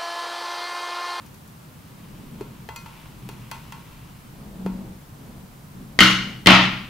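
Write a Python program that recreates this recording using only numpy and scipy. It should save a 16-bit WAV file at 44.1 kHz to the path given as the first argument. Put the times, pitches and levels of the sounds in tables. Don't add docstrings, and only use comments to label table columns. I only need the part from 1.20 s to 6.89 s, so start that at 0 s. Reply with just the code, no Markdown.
import sys
import numpy as np
from scipy import signal
from scipy.fft import rfft, irfft
from scipy.io import wavfile
from scipy.ndimage import uniform_filter1d

SR = 44100
rng = np.random.default_rng(int(sys.argv[2]) if len(sys.argv) > 2 else 0)


def int16_out(signal):
    q = np.round(np.clip(np.atleast_2d(signal).T, -1, 1) * 32767)
    wavfile.write(sys.argv[1], SR, q.astype(np.int16))


N = 250929

# pitch_hz, relative level_db (per Hz)
FLOOR_COLOUR = [(15, -28), (28, -20), (60, -10), (110, -4.5), (150, -2), (340, -17.5), (600, -21.5),
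                (1000, -19.5), (1300, -22), (2070, -27.5), (6000, -33.5), (15600, -34.5)]
# pitch_hz, likeness (-1 to 1)
FLOOR_LIKENESS = [(60, 0.92), (130, 1), (290, 0.53), (640, 0.16), (1400, -0.16), (3100, 0.36), (7000, 0.26),
                  (15000, 0.55)]
FLOOR_DB = -45
WHINE_HZ, WHINE_DB = 13950, -72.5

# pitch_hz, fall_by_60_db_s
ROOM_T60 = [(100, 0.9), (260, 0.26), (700, 0.48), (1840, 0.59), (4850, 0.57), (8000, 0.5), (14000, 0.35)]
# pitch_hz, likeness (-1 to 1)
ROOM_LIKENESS = [(60, 0.97), (130, 1), (290, 0.83), (640, 0.67), (1410, 0.58), (3100, 0.46), (6800, 0.43),
                 (15000, 0.5)]
# pitch_hz, left_minus_right_db
LEFT_LEAN = [(200, 1), (700, .5), (2400, 2), (8000, 3)]
# pitch_hz, relative level_db, fall_by_60_db_s
ROOM_MODES = [(74.2, -12, 0.21), (122.7, -12.5, 1), (187.9, -0.5, 0.69), (245, -13.5, 0.47),
              (314, -4.5, 0.44)]
# start_s, relative level_db, centre_hz
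BUMPS = [(1.487, -24, 75), (2.02, -22.5, 122), (3.389, -27, 189), (3.451, -22.5, 186), (3.63, -36.5, 320),
         (3.665, -24, 74.6), (4.552, -35, 170)]
BUMP_FALL_DB = 25.5
KNOCK_BOOM_DB = -0.74

# middle_s, length_s, relative rustle_db, relative brushing_db
MOVES = [(0.02, 0.19, -51.5, -64), (1.075, 0.45, -43, -80), (2.086, 0.42, -47, -68),
         (2.5, 0.44, -52.5, -73), (3.232, 0.14, -45, -54), (3.517, 0.35, -38, -50.5),
         (4.102, 0.26, -45.5, -54.5), (4.615, 0.12, -41.5, -77), (4.98, 0.35, -37.5, -52),
         (5.46, .3, -39.5, -57)]
# pitch_hz, relative level_db (per Hz)
RUSTLE_COLOUR = [(60, -41.5), (130, -6.5), (190, 9), (300, -0.5), (450, -10.5), (900, -21.5), (1500, -37),
                 (4000, -41), (12000, -49)]
# pitch_hz, relative level_db
BRUSH_COLOUR = [(150, -27), (500, -1.5), (950, -5), (1500, -20), (4000, -22), (12000, -45)]
# pitch_hz, relative level_db (per Hz)
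RUMBLE_COLOUR = [(15, -10), (40, 1), (65, -3.5), (100, -12.5), (125, 4.5), (170, -5), (300, -20),
                 (1500, -86)]
LIFT_S, LIFT_RISE_S = 0.73, 0.25
RUMBLE_DB, RUMBLE_FOLLOW_DB = -48.7, -4.5
SWELL_EDGE_DB = -5.5

# middle_s, length_s, relative level_db
STROKES = [(0.02, 0.13, -54), (0.5, 0.19, -81), (1.1, 1, -57.5), (1.78, 0.23, -51.5), (2.45, 1, -53.5)]
# pitch_hz, relative level_db (per Hz)
RUB_COLOUR = [(300, -30), (700, -16), (950, 6.5), (1700, -7), (2600, 0.5), (3600, -6.5), (7000, -18),
              (15000, -18)]

# start_s, relative click_db, relative ring_db, thud_db (low end against the rest),
# brightness_db_per_octave, spot (0 = rim, 1 = sheet)
TAPS = [(0.061, -38, -57, -6, 8.5, .5), (0.143, -36, -53.5, -16, 6.5, 0.42),
        (0.276, -39, -62, -6, 10.5, 0.37), (1.2098, -19.5, -44, 15.5, -1, 0.36),
        (1.489, -22, -37.5, -7, -1, 0), (1.561, -33, -36, -20, 3, 0.73), (1.660, -28, -42.5, -11, -1, 0.08),
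        (1.858, -30, -57, -9, -5, 0.27), (2.090, -14.5, -40, -2.5, 2.2, 0.15),
        (2.3136, -26, -31.5, -17, 1.5, 0.16), (2.523, -17.5, -38.5, -24, 0.2, 0.097),
        (3.4629, -16, -40.5, 10, -2.5, 0.24)]
# pitch_hz, relative rim_db, relative sheet_db, undamped fall_by_60_db_s
HELD_MODES = [(877, 2.5, -20, 0.32), (940, 0, -1.5, 0.41), (1070, -3, -6.5, 0.49), (1370, -8.5, 4, 0.54),
              (1490, -7, -21, 0.47), (2020, 1.5, -41, 0.33), (2090, -17, 8.5, 0.3), (2496, -6, 12, 0.32),
              (2620, -4, -4, 0.2), (2730, -0.5, -25, 0.3), (3280, 0.5, -15, .25), (4230, -5.5, 0, 0.33),
              (4590, -5, 6.5, 0.24), (5890, -6, 7, 0.25), (7030, -7, 12, 0.11)]
# pitch_hz, relative level_db
TAP_LOW_END = [(60, -8), (400, 15)]
# pitch_hz, relative level_db
TAP_UPPER_PART = [(950, 6), (2600, -0.5), (10000, -12.5)]
TAP_PIVOT_HZ = 2600
GRIP_DAMPING = 0.75

# start_s, relative crack_db, relative room_db
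SET_DOWN_CONTACTS = [(4.7897, -1, -16), (4.8056, 0, -12), (4.8157, -7, -17), (4.8325, -20, -17.5),
                     (4.8505, -9, -20.5), (4.8980, -22, -23.5)]
# start_s, relative crack_db, relative room_db
JOLT_CONTACTS = [(5.2605, -8, -25), (5.2706, 1, -8), (5.2890, -10, -10), (5.3050, -12, -12.5),
                 (5.3200, -11, -11), (5.3440, -25, -16.5)]
# pitch_hz, relative level_db
GRATER_MODES = [(1063, -6.5), (1279, -6), (1324, -7), (1353, -0.5), (1385, -26), (1417, -6), (1467, -4),
                (1499, -13), (1856, -4), (1888, -6), (1935, -17), (2089, -11), (2110, -6), (2144, -20),
                (2736, -7), (2820, 0.5), (2871, -3.5), (2945, -11), (2997, -5), (3020, -2), (3047, -6),
                (3074, -11), (3157, -6), (3226, -7), (3256, -9), (3692, -6), (4173, -4.5), (4400, -4.5),
                (4542, -25), (5105, -14)]
# pitch_hz, relative level_db
TABLEWARE_MODES = [(579, -4), (630, -3.5), (719, -14), (777, -17), (801, -21), (875, -24.5), (935, -11),
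                   (984, -18), (1102, 1.5), (1133, -0.5), (1244, -14), (1299, -0.5), (1322, -5), (1347, -3),
                   (1370, -21), (1417, -9), (1999, 1.5), (2118, -1), (2144, -2.5), (2295, 0.5), (2365, -10),
                   (2678, -2), (2764, 1), (3000, -2), (3025, -1), (3056, 0), (3273, -9), (3417, -15),
                   (3464, -8.6), (4056, -2)]
# pitch_hz, relative level_db (per Hz)
CRACK_COLOUR = [(100, -6.5), (300, 1.5), (700, -15), (1300, -5.5), (2000, -6), (2500, -6), (3200, -3.5),
                (4500, -8), (7000, -27.5), (11000, -44), (16000, -42)]
# pitch_hz, relative level_db (per Hz)
SET_DOWN_COLOUR = [(100, -20), (300, -2.5), (480, -10.5), (900, -9.5), (1420, 3), (1680, -6), (2050, 2.5),
                   (2550, -5.5), (3000, 3.5), (3700, -8.5), (4300, -5.5), (4900, -10.5), (6000, -13),
                   (8000, -24), (12500, -28), (16000, -45)]
# pitch_hz, relative level_db (per Hz)
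JOLT_COLOUR = [(70, -12), (280, 5.5), (480, -11), (650, -1.5), (1350, 2), (1620, -3.5), (2050, 1),
               (3000, -0.5), (3700, -6.5), (5000, -13), (6400, -19.5), (8000, -32), (12000, -39.5),
               (16000, -54)]
# pitch_hz, relative level_db, fall_by_60_db_s
TABLE_TOP_MODES = [(1420, -9.5, 0.022), (1857, -2, 0.03), (2093, 0, 0.03), (3140, -4, 0.034)]

EDGE_HZ = 15800


def amp(db):
    return 10 ** (np.asarray(db) / 20)


def unit(x):
    return x / np.sqrt(np.mean(x ** 2) + 1e-20)


def read(points, hz):
    table_hz, value = np.transpose(points)
    return np.interp(np.log(hz + 1), np.log(table_hz + 1), value)


def add(mix, start_s, sound):
    part = mix[:, round(start_s * SR):][:, :sound.shape[1]]
    part += sound[:, :part.shape[1]]


def tint(x, colour):
    size = x.shape[-1]
    gain = amp(read(colour, np.fft.rfftfreq(size, 1 / SR)))
    return unit(irfft(rfft(x) * gain, size))


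def early_pulse(colour, size=4096):
    hz = abs(np.fft.fftfreq(size, 1 / SR))
    log_gain = np.log(amp(read(colour, hz)))
    spectrum = np.exp(np.conj(signal.hilbert(log_gain)))
    return np.fft.ifft(spectrum).real[None]


def stereo_noise(size, likeness):
    left, other = rfft(rng.standard_normal((2, size)))
    same = np.clip(read(likeness, np.fft.rfftfreq(size, 1 / SR)), -1, 1)
    right = same * left + np.sqrt(1 - same ** 2) * other
    return irfft(np.array([left, right]), size)


def wander(size, order):
    return unit(uniform_filter1d(rng.standard_normal(size), order))


def swells(rows):
    t = np.arange(N) / SR
    power = 0
    for middle_s, length_s, db in rows:
        from_middle = 2 * (t - middle_s) / length_s
        power = power + amp(db + SWELL_EDGE_DB * from_middle ** 2) ** 2
    return np.sqrt(power)


def room_tail(x, build_s):
    hz, t, bands = signal.stft(x, SR, nperseg=256, noverlap=192)
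    fade = amp(-60 * t / read(ROOM_T60, hz)[:, None])
    tail = signal.istft(bands * fade, SR, nperseg=256, noverlap=192)[1]
    build_up = 1 - np.exp(-np.arange(SR) / SR / build_s)
    return tail[:, :SR] * build_up


def ring(modes, spread):
    t = np.arange(SR) / SR
    start_phases = rng.uniform(0, 2 * np.pi, (len(modes), 1))
    side_shifts = spread * rng.choice([-1, 1], (len(modes), 1)) * [1, -1]
    out = np.zeros((2, SR))
    for (hz, db, t60), phase in zip(modes, start_phases + side_shifts):
        decay = np.exp(-np.log(1000) * t / t60)
        out += amp(db) * decay * np.sin(2 * np.pi * hz * t + phase[:, None])
    return out


def main_contact(contacts):
    return max(contacts, key=lambda row: row[2])


def floor(waver_hz=60):
    hz = WHINE_HZ + waver_hz * wander(N, order=150)
    whine = amp(WHINE_DB) * unit(np.sin(2 * np.pi * np.cumsum(hz) / SR))
    noise = amp(FLOOR_DB) * tint(stereo_noise(N, FLOOR_LIKENESS), FLOOR_COLOUR)
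    return noise + whine


def boom(rise_s=0.005):
    out, t = np.zeros((2, N)), np.arange(SR) / SR
    knocks = [main_contact(SET_DOWN_CONTACTS), main_contact(JOLT_CONTACTS)]
    for hz, mode_db, t60 in ROOM_MODES:
        swell = (1 - np.exp(-t / rise_s)) * np.exp(-np.log(1000) * t / t60)
        pushes = [(s, db - BUMP_FALL_DB * abs(np.log2(hz / centre_hz))) for s, db, centre_hz in BUMPS]
        pushes += [(s, room_db + KNOCK_BOOM_DB) for s, _, room_db in knocks]
        for s, db in pushes:
            tone = np.sin(2 * np.pi * hz * (t + s))[None]
            add(out, s, amp(db + mode_db) * swell * tone)
    return out


def handling(rest_db=-60):
    motion = swells([(s, length, db) for s, length, db, _ in MOVES])
    brush_gain = swells([(s, length, db) for s, length, _, db in MOVES])
    brushing = brush_gain * tint(stereo_noise(N, ROOM_LIKENESS), BRUSH_COLOUR)
    rustle_gain = np.hypot(motion, amp(rest_db))
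    rustle = rustle_gain * tint(stereo_noise(N, ROOM_LIKENESS), RUSTLE_COLOUR)
    lifted = np.clip((np.arange(N) / SR - LIFT_S) / LIFT_RISE_S, 0, 1)
    rumble_gain = lifted * np.hypot(amp(RUMBLE_DB), amp(RUMBLE_FOLLOW_DB) * motion)
    rumble = rumble_gain * tint(stereo_noise(N, ROOM_LIKENESS), RUMBLE_COLOUR)
    return rustle + brushing + rumble


def rubbing(bites_per_s=1500, size_db=2.5):
    happens = rng.random(N) < bites_per_s / SR
    direction = rng.choice([-1, 1], N)
    size = amp(size_db * np.minimum(rng.exponential(1, N), 5))
    direct = tint(happens * direction * size, RUB_COLOUR)
    echoes = room_tail(stereo_noise(SR, ROOM_LIKENESS), build_s=0.0047)
    wet = unit(signal.fftconvolve(direct[None], echoes, axes=1)[:, :N])
    return swells(STROKES) * unit(direct + wet)


def taps(click_db=-4, ring_db=-9, room_db=-7, chatter_db=5, chatter_s=0.0069):
    out, t = np.zeros((2, N)), np.arange(SR) / SR
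    for s, peak_db, level_db, thud_db, bright_db, spot in TAPS:
        low = [(hz, db + thud_db) for hz, db in TAP_LOW_END]
        upper = [(hz, db + bright_db * np.log2(hz / TAP_PIVOT_HZ)) for hz, db in TAP_UPPER_PART]
        pulse = amp(level_db) * early_pulse(low + upper)
        modes = [(hz, np.interp(spot, [0, 1], [rim_db, sheet_db]), GRIP_DAMPING * t60)
                 for hz, rim_db, sheet_db, t60 in HELD_MODES]
        chatter_fade = np.exp(-(t / chatter_s) ** 2)
        chatter = amp(chatter_db) * stereo_noise(SR, ROOM_LIKENESS) * chatter_fade
        ringing = amp(ring_db) * ring(modes, spread=0.42)
        echoes = amp(room_db) * room_tail(stereo_noise(SR, ROOM_LIKENESS), build_s=0.0072)
        add(out, s, amp(peak_db + click_db) * pulse / abs(pulse).max())
        add(out, s, signal.fftconvolve(chatter + ringing + echoes, pulse, axes=1))
    return out


def knock(contacts, colour, modes, ring_db, ring_t60, crack_s, clack_db, ragged_db, rattle_db, build_s,
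          grit_db=-3):
    out, t, hz = np.zeros((2, N)), np.arange(SR) / SR, np.fft.rfftfreq(SR, 1 / SR)
    ragged = amp(ragged_db * wander(len(hz), order=70) * np.minimum(hz / 6000, 1))
    for s, crack_db, room_db in contacts:
        grit = amp(grit_db) * tint(stereo_noise(SR, ROOM_LIKENESS), CRACK_COLOUR) * np.exp(-t / crack_s)
        clack = amp(clack_db) * ring(TABLE_TOP_MODES, spread=0.44)
        uneven_noise = irfft(rfft(stereo_noise(SR, ROOM_LIKENESS)) * ragged, SR)
        echoes = room_tail(tint(uneven_noise, colour), build_s)
        rattle = unit(amp(rattle_db * wander(SR, order=130)))
        add(out, s, amp(crack_db) * (grit + clack) + amp(room_db) * echoes * rattle)
    ringing = ring([(mode_hz, db, ring_t60) for mode_hz, db in modes], spread=0.29)
    add(out, main_contact(contacts)[0], amp(ring_db) * ringing)
    return out


def set_down():
    return knock(SET_DOWN_CONTACTS, SET_DOWN_COLOUR, GRATER_MODES, ring_db=-17.5, ring_t60=0.5,
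                 crack_s=0.0035, clack_db=-2.5, ragged_db=3.0, rattle_db=1.0, build_s=0.0025)


def jolt():
    return knock(JOLT_CONTACTS, JOLT_COLOUR, TABLEWARE_MODES, ring_db=-19.5, ring_t60=0.52,
                 crack_s=0.0091, clack_db=-2.5, ragged_db=2.0, rattle_db=1.5, build_s=0.0094)


def scene():
    near = boom() + handling() + rubbing() + taps() + set_down() + jolt()
    lean_db = read(LEFT_LEAN, np.fft.rfftfreq(2 * N, 1 / SR))
    side_gains = amp(np.outer([.5, -.5], lean_db))
    return irfft(rfft(near, 2 * N) * side_gains)[:, :N] + floor()


def record(dry):
    clipped = np.clip(dry, -1, 1)
    low_pass = signal.firwin(511, EDGE_HZ, window=("kaiser", 9), fs=SR)
    return signal.oaconvolve(clipped, low_pass[None], "same")


dry = scene()
out = record(dry)
int16_out(out)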